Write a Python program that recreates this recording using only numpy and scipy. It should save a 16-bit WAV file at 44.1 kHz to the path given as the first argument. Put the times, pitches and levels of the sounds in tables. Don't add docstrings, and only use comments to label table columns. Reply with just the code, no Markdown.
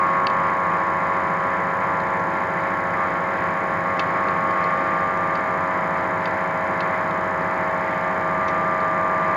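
import sys
import numpy as np
from scipy import signal
from scipy.fft import rfft, irfft, next_fast_len
from scipy.io import wavfile
from scipy.ndimage import map_coordinates

SR = 44100
rng = np.random.default_rng(int(sys.argv[2]) if len(sys.argv) > 2 else 0)


def unload_audio(sound):
    columns = np.transpose(np.atleast_2d(sound))
    steps = np.round(np.clip(columns, -1, 1) * 32767)
    wavfile.write(sys.argv[1], SR, steps.astype(np.int16))


N = 412776


# (shaft multiple, level [dB rms])
STEADY_LINES = [(1, -49), (2, -41), (3, -48.5), (4, -45), (5, -52), (8, -51), (9, -40.5), (10, -40),
                (10.5, -45), (11.5, -51), (12.5, -42.5), (16, -46.5), (17, -41), (18, -41.5), (18.5, -48),
                (19, -41), (19.5, -39.6), (20, -48), (21, -51), (24, -48), (25, -51.5)]
# (shaft multiple, start level [dB rms], slope [dB/s])
CREEPING_LINES = [(6, -34.3, -.25), (7, -38, .9), (15, -35, -.5)]
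SWELL_MULTIPLES = (11, 12, 13)
# (time [s], low [dB rms], middle [dB rms], high [dB rms])
SWELL_LEVELS = [(0.0, -29, -21.5, -28), (0.4, -29, -25.5, -30.5), (2.0, -30.0, -31.0, -36),
                (2.6, -34, -32, -39), (4.0, -36.0, -29, -32), (4.6, -41.0, -25.5, -26.5),
                (5.2, -35.5, -32.5, -26.5), (5.6, -31, -33.5, -31.0), (6.2, -32, -36.5, -39.5),
                (6.8, -32.5, -32.5, -34.5), (7.6, -37.0, -35, -35.5), (8.6, -33.0, -34.5, -25.5),
                (9.3, -32, -30.5, -25.5)]

def main_motor(shaft_hz=91.245, beat_s=1.406, crest_s=.18, flutter_below_db=-25.5):
    t = clock()
    turns = spin(shaft_hz, wow=.00082)
    steady = sum(tone(k * turns, db) for k, db in STEADY_LINES)
    creeping = sum(tone(k * turns, db + db_per_s * t) for k, db, db_per_s in CREEPING_LINES)
    beat = 1 + .5 * np.cos(2 * np.pi * (t - crest_s) / beat_s)
    beating = tone(14 * turns, db=-40) * beat
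    times_s, *levels_db = np.transpose(SWELL_LEVELS)
    swelling = 0
    for rank, (k, points_db) in enumerate(zip(SWELL_MULTIPLES, levels_db)):
        db = np.interp(t, times_s, points_db)
        flutter_db = (.09 + .1 * rank) * np.maximum(flutter_below_db - db, 0)
        swelling += tone(k * turns, db + flutter_db * wobble(10))
    return steady + creeping + beating + swelling


# (shaft multiple, level [dB rms])
SECOND_MOTOR_LINES = [(1, -54), (2, -44.5), (4, -50), (5, -44.6), (7, -40), (8, -37.5), (10, -51),
                      (11, -38.4), (12, -46), (14, -44), (15, -43.5), (16, -49), (17, -41.5), (18, -45)]

def second_motor(shaft_hz=98.29, ninth_db=-36.5, waver_db=1.9):
    turns = spin(shaft_hz, wow=.00012)
    ninth = tone(9 * turns, ninth_db + waver_db * wobble(2))
    return ninth + sum(tone(k * turns, db) for k, db in SECOND_MOTOR_LINES)


# (frequency [Hz], density [dB/Hz])
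GEAR_SPECTRUM = [(200, -92.5), (650, -66), (1150, -60.5), (1450, -65.5), (1850, -63), (2030, -58.5),
                 (2400, -71.5), (2850, -85.5), (3080, -79.5), (3400, -89.5), (3680, -86.5), (4300, -92.5),
                 (5050, -90.5), (6500, -116)]

def gears(teeth_hz=410.6, pulse_depth=.18, waver_db=.84):
    mesh = 1 + pulse_depth * np.sin(2 * np.pi * teeth_hz * clock())
    return noise(GEAR_SPECTRUM) * mesh * amp(waver_db * wobble(8))


# (time [s], relative level [dB], ring t60 [s], favoured pitch [Hz])
CASE_TICKS = [(.2696, -12.5, .0095, 4480), (.299, -38.5, .045, 2650), (2.0004, -43, .045, 4100),
              (3.994, -21, 0.029, 3100), (4.2835, -36, .03, 3950), (4.6405, -38, .03, 4300),
              (5.354, -34, .024, 4660), (6.256, -28.5, 0.021, 4700), (6.8047, -28.5, 0.025, 4100),
              (7.109, -41, .03, 3800), (8.482, -34.5, 0.048, 5780), (8.804, -39, .02, 4330)]
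# (frequency [Hz], relative level [dB])
CASE_MODES = [(2080, -7.5), (2230, 7.5), (2620, 6.5), (3100, 1), (3550, -1.5), (3800, -3), (4130, -11.5),
              (4330, -6.5), (4660, -5.5), (5550, -26.5), (5980, -19)]

def case_ticks(gain_db=1, favoured_db=4, crack_db=-10, attack_s=.0003, tail_db=-16, tail_t60_s=.13):
    out = np.zeros(N + SR)
    t = np.arange(SR // 5) / SR
    crack_band = signal.butter(2, [2000, 5000], "band", fs=SR, output="sos")
    faint_ticks = [(rng.uniform(0, N / SR), -42.5, .02, rng.uniform(3800, 6000)) for _ in range(4)]
    for start_s, db, t60_s, favoured_hz in CASE_TICKS + faint_ticks:
        ring = 0
        for hz, mode_db in CASE_MODES:
            nearness = np.exp(-(np.log(hz / favoured_hz) / .08) ** 2)
            ring_db = mode_db + (favoured_db - mode_db) * nearness + rng.standard_normal()
            ring += tone(hz * t, ring_db)
        crack = signal.sosfilt(crack_band, rng.standard_normal(len(t)))
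        tick = unit(ring) + amp(crack_db) * unit(crack)
        tail_share = min(t60_s / .026, 1) ** 2
        tail = tail_share * amp(tail_db - 60 * t / tail_t60_s)
        envelope = (amp(-60 * t / t60_s) + tail) * (1 - np.exp(-t / attack_s))
        out[round(start_s * SR):][:len(t)] += amp(db + gain_db) * envelope * tick
    soft_contact = signal.butter(2, 8000, fs=SR, output="sos")
    return signal.sosfilt(soft_contact, out[:N])


# (frequency [Hz], level [dB rms])
HUM_TONES = [(113, -52), (164.9, -44), (168.2, -43.5), (329.7, -45.5), (332.4, -50), (505.4, -51.5)]

def low_hum():
    return sum(tone(hz * clock() + .015 * wobble(2), db) for hz, db in HUM_TONES)


# (frequency [Hz], density [dB/Hz])
RUSH_SPECTRUM = [(20, -87), (38, -82.5), (52, -73), (65, -70.5), (88, -67), (130, -63.5), (320, -62),
                 (500, -63), (900, -72.5), (2000, -93), (4000, -120)]

def distant_rush(waver_db=.07):
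    return noise(RUSH_SPECTRUM) * amp(-waver_db * wobble(3.3))


def scan_buzz(scan_hz=59.94, pip_hz=6786, width_s=.0005):
    def pip(t, hz, width_s):
        return np.exp(-(t / width_s) ** 2) * np.cos(2 * np.pi * hz * t)

    def leak(t):
        edge = amp(-48) * pip(t + width_s, hz=7500, width_s=.00012)
        body = amp(-42.5) * pip(t, pip_hz, width_s)
        echo = amp(-53) * pip(t - .0019, pip_hz, 2 * width_s)
        return edge + body + echo

    cycle_s = clock() % (2 / scan_hz)
    return leak(cycle_s - .0033) + amp(-4.5) * leak(cycle_s - .0197)


# (frequency [Hz], density [dB/Hz])
HISS_SPECTRUM = [(1000, -103), (9500, -104.5), (12000, -105.5), (15500, -111)]

def microphone_hiss():
    return noise(HISS_SPECTRUM)


def spin(hz, wow, wow_hz=3.3, drift=.00008):
    wheel = np.sin(2 * np.pi * (wow_hz * clock() + rng.random()))
    speed = 1 + wow * wheel + drift * wobble(1.52)
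    return np.cumsum(hz * speed) / SR


def tone(turns, db):
    return np.sqrt(2) * amp(db) * np.sin(2 * np.pi * (turns + rng.random()))


def noise(spectrum):
    points_hz, points_db = np.transpose(spectrum)
    white = rng.standard_normal(N) * np.sqrt(SR / 2)
    return filtered(white, lambda hz: amp(np.interp(np.log(hz + 1), np.log(points_hz), points_db)))


def filtered(x, response):
    size = next_fast_len(N + SR // 2)
    hz = np.fft.rfftfreq(size, 1 / SR)
    return irfft(rfft(x, size) * response(hz), size)[:N]


def wobble(knots_per_s):
    knots = rng.standard_normal(int(N * knots_per_s / SR) + 4)
    return map_coordinates(knots, [clock() * knots_per_s])


def clock():
    return np.arange(N) / SR


def amp(db):
    return 10 ** (np.asarray(db) / 20)


def unit(x):
    return x / np.sqrt(np.mean(x ** 2) + 1e-20)


def scene():
    drive = main_motor() + second_motor() + gears()
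    return (drive + case_ticks() + low_hum() + distant_rush() + scan_buzz() + microphone_hiss())[None]


def record(dry):
    notch_hz, half_width_hz, depth, top_hz = 7900, 380, .88, 15720
    notch = lambda hz: 1 - depth / (1 + ((hz - notch_hz) / half_width_hz) ** 2)
    return filtered(dry[0], lambda hz: notch(hz) * (hz < top_hz))[None]


dry = scene()
out = record(dry)
unload_audio(out)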